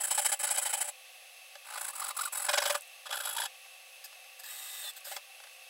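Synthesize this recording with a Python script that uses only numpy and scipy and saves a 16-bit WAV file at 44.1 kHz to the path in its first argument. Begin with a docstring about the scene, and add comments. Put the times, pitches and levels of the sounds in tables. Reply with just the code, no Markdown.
"""Sped-up woodwork in a small workshop, over a steady, faintly whining hiss.
First a thin hand saw makes four cuts in a clamped board: very fast strokes, whose teeth rasp the wood
and ring the blade. Thumps and steel ticks fall among them. Then a cordless drill bores a hole and backs out:
its motor and gears whine, its chuck rattles and its bit tears chips. A few light taps end the scene.
Notes are sines or fuzzy lines; rasps, hisses and knocks are noise or snaps sent through resonances."""
import sys
import numpy as np
from scipy import signal
from scipy.fft import rfft, irfft, next_fast_len
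from scipy.io import wavfile
from scipy.ndimage import map_coordinates

SR = 44100
rng = np.random.default_rng(int(sys.argv[2]) if len(sys.argv) > 2 else 0)


def master_out(mix):
    """Clip the mix to full scale and print it as 16-bit PCM to the path in sys.argv[1]."""
    frames = np.transpose(np.atleast_2d(mix))
    ceiling = np.clip(frames, -1, 1)
    pcm = np.round(ceiling * 32767).astype(np.int16)
    wavfile.write(sys.argv[1], SR, pcm)


N = 250929
T = np.arange(N) / SR  # time of each sample in seconds


def amp(db):
    """Turn decibels into a plain multiplier."""
    return 10 ** (np.asarray(db) / 20)


def unit(x):
    """Scale a sound to rms 1."""
    return x / np.sqrt(np.mean(x ** 2) + 1e-20)


def noise():
    """White noise of rms 1 for the whole scene."""
    return rng.standard_normal(N)


def wobble(rate):
    """A smooth random curve, rate knots a second."""
    knots = rng.standard_normal(int(N * rate / SR) + 4)
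    return map_coordinates(knots, [T * rate])


def curves(rows):
    """One value per sample for each column after the time, gliding from row to row."""
    seconds, *columns = np.transpose(rows)
    return [np.interp(T, seconds, column) for column in columns]


def body(colour, modes=(), band=(1, SR)):
    """Causal impulse response of energy 1: a broad colour, lifted at each resonance, within a band."""
    hz = np.fft.rfftfreq(8192, 1 / SR) + 1
    colour_hz, colour_db = np.transpose(colour)
    db = np.interp(np.log(hz), np.log(colour_hz), colour_db)
    db += sum(lift / (1 + (2 * (hz - centre) / width) ** 2) for centre, width, lift in modes)
    low_edge, high_edge = 1 + (band[0] / hz) ** 16, 1 + (hz / band[1]) ** 16
    gain = amp(db - db.max()) / np.sqrt(low_edge * high_edge)
    # folding the cepstrum puts the energy as early as possible (minimum phase)
    cepstrum = irfft(np.log(gain + 1e-5))
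    half = len(cepstrum) // 2
    cepstrum[1:half] *= 2
    cepstrum[half + 1:] = 0
    response = irfft(np.exp(rfft(cepstrum)))[:half]
    return response / np.linalg.norm(response)


def through(x, response):
    """Let a sound drive a resonating thing."""
    return signal.fftconvolve(x, response)[:N]


def tone(hz, waver=.5):
    """A sine of rms 1 with an unsteady phase."""
    return np.sqrt(2) * np.sin(2 * np.pi * np.cumsum(hz) / SR + waver * wobble(200))


def narrow(hz, width):
    """A fuzzy line of rms 1 that follows a moving frequency."""
    phase = 2 * np.pi * np.cumsum(hz) / SR
    return unit(wobble(width) * np.cos(phase) + wobble(width) * np.sin(phase))


# Broad colour of the hiss. Each row: frequency in Hz, relative level in dB.
AIR_COLOUR = [(30, -46.5), (130, -43.5), (280, -27.5), (400, -22.5), (500, -3), (1000, -9.5), (2000, 4),
              (3500, 5.5), (5500, -0.5), (7200, -8.5), (9500, -7.5), (12000, -10), (15500, -8)]
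# Resonances in the hiss. Each row: frequency in Hz, width in Hz, lift in dB.
AIR_RESONANCES = [(580, 120, 6), (762, 150, 17.5), (1134, 110, 13.5), (2644, 214, 13), (6400, 400, 6.5),
                  (8230, 1400, 8), (11750, 2400, 9)]
# Notes of the running machine. Each row: frequency in Hz, level in dB.
MACHINE_NOTES = [(523, -74), (6298, -77.5), (9426, -87.5), (9948, -94), (10476, -75), (10998, -66),
                 (13614, -77)]


def workshop():
    """Steady hiss with a few room resonances and the thin whine of a running machine."""
    hiss = amp(-53.0 + 0.18 * wobble(13)) * through(noise(), body(AIR_COLOUR, AIR_RESONANCES))
    whine = np.zeros(N)
    for hz, db in MACHINE_NOTES:
        level = amp(db + 0.91 * wobble(8.0))
        whine += level * np.sqrt(2) * np.sin(2 * np.pi * hz * T + .5 * wobble(5.3))
    return hiss + whine


def room(x, t60=0.083):
    """The short answer of the crowded walls: a burst of noise that fades by 60 dB in t60 seconds."""
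    t = T[:SR // 4]
    tail = rng.standard_normal(len(t)) * amp(-60 * t / t60) * (t > .002)
    return through(x, tail / np.linalg.norm(tail))


# Resonances of the board, then of the blade. Each row: frequency in Hz, width in Hz, lift in dB.
BOARD_RESONANCES = [(585.5, 44, 4.5), (579, 119, 16), (812, 245, 18), (1026, 47, 10), (1202, 24, 7),
                    (1260, 125, 10), (1460, 73, 9), (1570, 108, 10), (1720, 66, 11), (2053, 260, 9),
                    (2380, 45, 5), (2447, 69, 8.5), (3010, 280, 9), (3385, 78, 12), (3822, 156, 12),
                    (4150, 137, 10), (4670, 220, 9), (5216, 270, 8.5)]
BLADE_RESONANCES = [(7210, 95, 7), (7700, 42, 3.1), (7730, 70, 4.9), (7810, 380, 7.5), (7876, 160, 4.7),
                    (8500, 43, 2.4), (8290, 150, 9.1), (9100, 190, 2.4), (9550, 120, 3), (9990, 260, 1.6),
                    (10050, 390, 2.2), (10180, 550, 6.4), (10940, 220, 1.7), (11100, 230, 3.3)]
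# Thumps in the board: bumps of tools and hands, a hard bite of the saw, chatter of the drill bit.
# Each row: start in seconds, level in dB, time to fade 60 dB in seconds.
BOARD_THUMPS = [(.49, -32, 0.028), (.562, -32.5, .033), (1.553, -40.5, 0.03), (3.09, -44, 0.088),
                (3.128, -30, 0.039), (3.66, -52, 0.043), (4.127, -49, 0.033), (4.242, -51, .03),
                (4.841, -41.5, 0.032), (5.065, -47, .13), (5.111, -41.5, 0.12), (5.164, -31, 0.04),
                (5.4, -48.5, 0.047), (5.437, -42, 0.037), (5.47, -46, 0.027)]
# Sharp ticks of steel. Each row: start in seconds, level in dB.
STEEL_TICKS = [(.374, -37.5), (0.392, -32), (0.56, -26), (2.809, -33), (2.821, -34.5), (2.877, -46),
               (4.84, -45), (4.936, -43), (5.007, -44), (5.532, -49)]
THUMP_RISE = 0.045  # longer-fading thumps rise more slowly: rise time as a share of the fade time


def knocks(tick_t60=0.0087):
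    """Thumps are short bursts of force into the board; ticks ring the steel."""
    thumps, ticks = np.zeros((2, N))
    for start, db, t60 in BOARD_THUMPS:
        age = (T - start) / t60
        thumps += amp(db - 60 * np.maximum(age - THUMP_RISE, 0)) * np.clip(age / THUMP_RISE, 0, 1)
    for start, db in STEEL_TICKS:
        ticks += amp(db - 60 * np.abs(T - start) / tick_t60) * (T >= start)
    wood_colour = [(200, -31.5), (550, -4.5), (850, -6.5), (1500, -1.0),
                   (4000, -3.0), (9000, -2.5), (15000, -18.5)]
    steel_colour = [(300, -33), (700, -21), (5000, -16), (8000, -1.0), (14000, -5.5)]
    wood = body(wood_colour, BOARD_RESONANCES)
    steel = body(steel_colour, BLADE_RESONANCES)
    return through(thumps * noise(), wood) + through(ticks * noise(), steel)


# Trigger pulls. Each row: start in seconds, end in seconds, gear level in dB, starting rattle in dB.
TRIGGER_PULLS = [(4.038, 4.061, -53, -39), (4.39, 4.408, -48, -46), (4.432, 4.909, -46, -47),
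                 (4.958, 4.984, -47, -53), (5.043, 5.176, -46, -42)]
# The drill at work. Each row: time in seconds, gear whine in Hz, and the whine and
# boring levels in dB (each about 1 dB lower once mixed).
DRILL_WORK = [(4.41, 3803, -74, -62), (4.46, 3810, -59, -58), (4.51, 3793, -55.5, -46),
              (4.835, 3670, -52.5, -44.5), (4.85, 3560, -46, -42), (4.895, 3530, -42, -44.5),
              (4.915, 3330, -57, -54), (5.05, 3610, -64, -54), (5.12, 3910, -64, -43.5),
              (5.18, 3880, -62, -69)]
# Broad colours of the gear hiss and of the boring. Each row: frequency in Hz, relative level in dB.
GEAR_COLOUR = [(240, -61), (400, -37), (527, -18), (810, -10), (1380, -10.5), (1720, 1), (2330, -20),
               (3750, -4), (6120, -14.5), (8190, 3), (9410, -13), (13000, -3), (15600, -8.5)]
BORING_COLOUR = [(180, -86), (300, -51), (572, -21), (721, -22), (783, 0), (1110, -24), (1220, 3.5),
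                 (1400, -25), (1730, -25), (2750, -2.5), (3640, -2), (6080, -10), (8190, 3), (9660, -4),
                 (15600, -6.5)]
# Resonances of the loose chuck. Each row: frequency in Hz, width in Hz, lift in dB.
CHUCK_RESONANCES = [(4940, 700, 15.5), (6530, 490, 9), (13100, 1100, 8)]
MOTOR_PER_WHINE, MOTOR_DB = .54, -59.5  # the motor's note is geared to the whine
SPIN_UP_S, START_SLOW = .068, .17  # at each pull the motor starts slow by this share
# the bit squeals as it breaks through: start, pitch, level and time to fade 60 dB
SQUEAL_S, SQUEAL_HZ, SQUEAL_DB, SQUEAL_T60 = 4.84, 4040, -45, 0.38


def drill(rise=0.0083, fall=0.0046, rattle_t60=0.16):
    """While the trigger is held the motor spins up, the gears hiss and whine, and the bit tears chips."""
    whine_hz, whine_db, boring_db = curves(DRILL_WORK)
    running, effort, jolt, starting = np.zeros((4, N))
    for start, end, gear_db, rattle_db in TRIGGER_PULLS:
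        gate = np.clip((T - start) / rise, 0, 1) * np.exp(-np.maximum(T - end, 0) / fall)
        running += gate
        effort += gate * amp(gear_db)
        jolt += gate * amp(rattle_db - 60 * np.abs(T - start) / rattle_t60)  # each start shakes the chuck
        slowness = np.exp(-((T - start) / SPIN_UP_S) ** 4)
        starting = np.where(T >= start, slowness, starting)
    motor_hz = MOTOR_PER_WHINE * whine_hz * (1 - START_SLOW * starting)

    gears = amp(-1.0) * through(unit(noise() * amp(3 * wobble(900))), body(GEAR_COLOUR))
    gears += amp(-12) * narrow(3.48 * whine_hz, width=260)
    chuck_colour = [(300, -45), (2000, -12), (5000, -7.0), (15000, -4.0)]
    chuck = through(noise(), body(chuck_colour, CHUCK_RESONANCES))
    whine = amp(whine_db) * (0.92 * tone(whine_hz, waver=.2) + 0.2 * narrow(whine_hz, width=210))
    motor_overtone = amp(-2.5) * narrow(2.78 * motor_hz, width=180)
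    motor = amp(MOTOR_DB) * (tone(motor_hz, waver=0.8) + motor_overtone)
    tearing = unit(noise() * amp(2.8 * wobble(1200)))
    chips = amp(boring_db - 1) * through(tearing, body(BORING_COLOUR))
    squeal_level = (T >= SQUEAL_S) * amp(SQUEAL_DB - 60 * np.abs(T - SQUEAL_S) / SQUEAL_T60)
    squeal = squeal_level * narrow(np.full(N, SQUEAL_HZ), width=450)
    return effort * gears + jolt * chuck + running * (whine + motor + chips + squeal)


# Broad colours of the rip cut, the light and the heavy part of the cross cut, and the last cut.
# Each row: frequency in Hz, relative level in dB.
RIP_TOP = [(280, -37), (400, -18.5), (560, -17), (1000, -11.5), (1600, -9.5), (2200, -5), (3300, -14.5),
           (4200, -10.5), (6200, -12), (7800, -3), (9200, -2), (10700, -3.5), (12500, -10), (15600, -10.5)]
CROSS_LIGHT = [(280, -32.5), (400, -25), (560, -21.5), (1000, -7), (1600, -11.5), (2200, -4), (3300, -5.5),
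               (4200, -1), (6200, -7.5), (7800, -4), (9200, -1), (10700, -1.5), (12500, -6), (15600, -6)]
CROSS_HEAVY = [(280, -27), (400, -13.5), (560, -4.5), (1000, -8.5), (1600, 0.5), (2200, -7), (3300, -7.5),
               (4200, -11.5), (6200, -7.5), (7800, -7), (9200, -2), (10700, -2.5), (12500, -3), (15600, -4)]
RIP_SIDE = [(280, -42), (400, -15), (560, -15.5), (1000, -7.5), (1600, -4.5), (2200, -14), (3300, -8),
            (4200, -11.5), (6200, -12), (7800, -5), (9200, -10), (10700, 2.5), (12500, -1), (15600, -8.5)]
# The four cuts. Each row: start in seconds, end in seconds, broad colour (one of the tables above).
SAW_CUTS = [(0, 1, RIP_TOP), (1, 2.48, CROSS_LIGHT), (2.48, 3, CROSS_HEAVY), (3, 4, RIP_SIDE)]
# Runs of strokes at an even tempo; each opens with a return stroke, then cutting and return strokes alternate.
# Each row: start and end in seconds, number of strokes, board and blade levels of a cutting stroke in dB,
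# change of board and of blade level on the return in dB, swell across the run in dB,
# basic tooth rate cutting and returning in teeth per second, share of the tooth note in light strokes (0-1).
STROKE_RUNS = [(0, .064, 2, -43, -30.5, -4, -7, -4, 1600, 891.8, 0.22),
               (.067, .351, 8, -37.5, -30, -8.5, -6, 1, 860, 1569, 0.21),
               (0.392, 0.605, 6, -38.5, -30, -7, -8, -4, 850, 1546, 0.15),
               (.611, 0.763, 4, -39.5, -33.5, -6.5, -3.5, -2.5, 885, 1460, .16),
               (0.766, 0.905, 4, -44, -35.5, -5, -4.5, -6.5, 870, 867, 0.12),
               (1.645, 1.788, 8, -46.5, -47.5, -2.5, -5.5, 12, 1540, 1184, .2),
               (1.787, 1.914, 7, -43.5, -37.5, -6.5, -6, 3, 1580, 1131, 0.35),
               (1.929, 2.014, 4, -47, -39.5, -2, -6, 4, 1350, 1250, .25),
               (2.014, 2.12, 5, -43.5, -39, 2.5, -6, 0, 1425, 1260, .68),
               (2.142, 2.184, 2, -45, -38.5, -7, -12, 2, 1440, 1100, .65),
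               (2.184, 2.291, 5, -42, -36.5, 0, -8.5, -1, 1420, 1190, 0.84),
               (2.321, 2.461, 6, -42.5, -38, -3.5, 1, -0.5, 1520, 1379, 0.073),
               (2.462, 2.595, 6, -30.5, -40, -10, -1, 5, 1090, 1575, 0.8),
               (2.599, 2.67, 4, -31, -37.5, -7.5, -3.5, 2, 1090, 1565, 0.79),
               (2.67, 2.79, 5, -33.5, -39, -10, -2.5, -13.5, 1250, 1557, 0.58),
               (3.054, 3.078, 1, -43, -56, -2, 0, 5, 1350, 1350, .19),
               (3.103, 3.153, 3, -40.5, -47.5, -1.5, 0.5, 2, 1675, 1398, 0.22),
               (3.15, 3.249, 6, -41, -43, -6, -1.5, -3.5, 1570, 1397, 0.42),
               (3.249, 3.362, 6, -45, -45, 0, 5, -3, 1420, 1350, 0.14),
               (3.362, 3.468, 6, -38.5, -44.5, -2, 5, 1, 1720, 960, 0.72)]
# How the saw sits in each cut. Each row: rasp offset in dB, place of the hardest push cutting
# and returning (0-1 along the stroke), ring of the blade in the kerf in Hz, its share in light strokes (0-1).
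SAW_GRIP = [(-0.5, .38, .45, 3055, 0.3), (-5.5, .53, .52, 3400, 0.007), (-5, .48, 0.27, 1700, 0.12),
            (0.5, 0.51, .47, 3350, 0.35)]
# How strongly board, rasp and blade follow the speed of a stroke: one exponent each, no unit.
SPEED_EXPONENTS = [1, 0.71, 1]
RASP_GROWS, FIRM_DB = 1.326, -39  # the rasp swings this much wider than the board, about a firm stroke
UNEVEN_DB, UNEVEN_SPEED = 0.82, .02  # no two strokes are alike: random spread of level and of speed (share)


def stroke_speed(travel, peak):
    """Speed along one stroke: from rest up to 1 at the peak and back to rest."""
    bent_travel = np.interp(travel, [0, np.clip(peak, .1, .9), 1], [0, .5, 1])
    return np.abs(np.sin(np.pi * bent_travel))


def strokes(speed_arch=.27, bite=0.11, drag=0.024):
    """Each stroke speeds up, slows and turns: gives its force in three bands, the tooth rate and how it rings."""
    force, tooth_hz, ringing = np.zeros((3, N)), np.full(N, 500.), np.zeros((3, N))
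    for (start, end, count, board_db, blade_db, board_return_db, blade_return_db,
         swell_db, cut_hz, return_hz, singing) in STROKE_RUNS:
        cut = sum((start + end) / 2 > until for _, until, _ in SAW_CUTS)
        rasp_db, cut_peak, return_peak, kerf_hz, kerf_share = SAW_GRIP[cut]
        count = round(count)
        turns = np.linspace(start, end, count + 1)
        for k, (harder, faster) in enumerate(rng.standard_normal((count, 2))):
            returning = k % 2 == 0
            peak, full_hz = (return_peak, return_hz) if returning else (cut_peak, cut_hz)
            span = slice(*np.searchsorted(T, turns[k:k + 2]))
            travel = np.linspace(0, 1, len(T[span]))
            effort_db = swell_db * ((k + .5) / count - .5) + UNEVEN_DB * harder
            board = board_db + effort_db + returning * board_return_db
            blade = blade_db + effort_db + returning * blade_return_db
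            rasp = FIRM_DB + rasp_db + RASP_GROWS * (board - FIRM_DB)
            # the board answers as soon as the teeth bite, the blade a little later
            peaks = (peak - bite, peak - bite / 2, peak)
            shapes = [unit(stroke_speed(travel, at) ** arch + drag) for at, arch in zip(peaks, SPEED_EXPONENTS)]
            force[:, span] = amp([board, rasp, blade])[:, None] * shapes
            speed = (stroke_speed(travel, peak) + .06) ** speed_arch
            tooth_hz[span] = full_hz * (1 + UNEVEN_SPEED * faster) * speed
            ringing[:, span] = [[singing], [kerf_share], [kerf_hz]]
    return force, tooth_hz, ringing


def teeth(tooth_hz, jitter, scatter_db):
    """One snap of uneven size each time a tooth meets the wood."""
    passed = np.floor(np.cumsum(tooth_hz * (1 + jitter * wobble(700))) / SR)
    snaps = (np.diff(passed, prepend=0) > 0) * amp(scatter_db * np.minimum(noise(), 2))
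    return unit(snaps / np.sqrt(tooth_hz))


# The waste piece rings lower as the kerf frees it, in the cross cut and in the last cut.
# Each row: time in seconds, frequency in Hz, level relative to the blade force in dB.
WASTE_RING = [(1.7, 16000, -14), (2.05, 15600, -14), (2.26, 13900, -14), (2.34, 12600, -13),
              (2.45, 10000, -3), (2.56, 7500, -3), (2.68, 3300, -8), (2.79, 2900, -12), (3.05, 11300, -7),
              (3.3, 11100, -5), (3.47, 10300, -5)]
# Bands of the board, the rasp and the blade. Each row: low edge in Hz, high edge in Hz.
FORCE_BANDS = [(20, 2200), (2200, 6500), (6500, 20000)]


def saw(tearing_db=-32):
    """Tooth snaps and tearing fibres drive the board and the blade; light strokes sing at the tooth rate."""
    force, tooth_hz, (singing, kerf_share, kerf_hz) = strokes()
    force = force * unit(amp(1.13 * wobble(170)))  # the teeth catch and let go
    smooth = 1 / (1 + (force[0] / amp(tearing_db)) ** 4)  # hard pushes tear instead of singing
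    sing, ring = smooth * np.clip([singing, kerf_share], 0, .9)
    note = force[0] * np.sqrt(sing) * tone(tooth_hz, waver=0.7) * unit(amp(3 * wobble(220)))
    kerf = force[1] * np.sqrt(ring) * narrow(kerf_hz, width=260)

    snaps = teeth(tooth_hz, jitter=.09, scatter_db=5.5)
    fibres = unit(noise() * amp(2.04 * wobble(1500)))
    pushes = [force[0] * np.sqrt(1 - sing), force[1] * np.sqrt(1 - ring), force[2]]
    resonances = list(BOARD_RESONANCES) + list(BLADE_RESONANCES)
    rasp = np.zeros(N)
    for push, snap_share, band in zip(pushes, [.5, .3, .15], FORCE_BANDS):
        drive = push * (np.sqrt(snap_share) * snaps + np.sqrt(1 - snap_share) * fibres)
        for start, end, colour in SAW_CUTS:
            full_colour = [(100, -47.0), (200, -50)] + list(colour)  # little sound in the deep bass
            rasp += through(drive * (T >= start) * (T < end), body(full_colour, resonances, band))

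    waste_hz, waste_db = curves(WASTE_RING)
    waste = force[2] * amp(waste_db) * narrow(waste_hz, width=700)
    return note + kerf + rasp + waste


def scene():
    """Saw, drill and knocks close by, in the small room."""
    work = knocks() + drill() + saw()
    return (workshop() + amp(-13) * room(work) + work)[None]


TOP_HZ = 15800  # band limit


def record(dry):
    """Nothing is kept above the band limit."""
    size = next_fast_len(N + SR // 2)
    kept = np.fft.rfftfreq(size, 1 / SR) < TOP_HZ
    return irfft(rfft(dry, size) * kept, size)[..., :N]


dry = scene()
out = record(dry)
master_out(out)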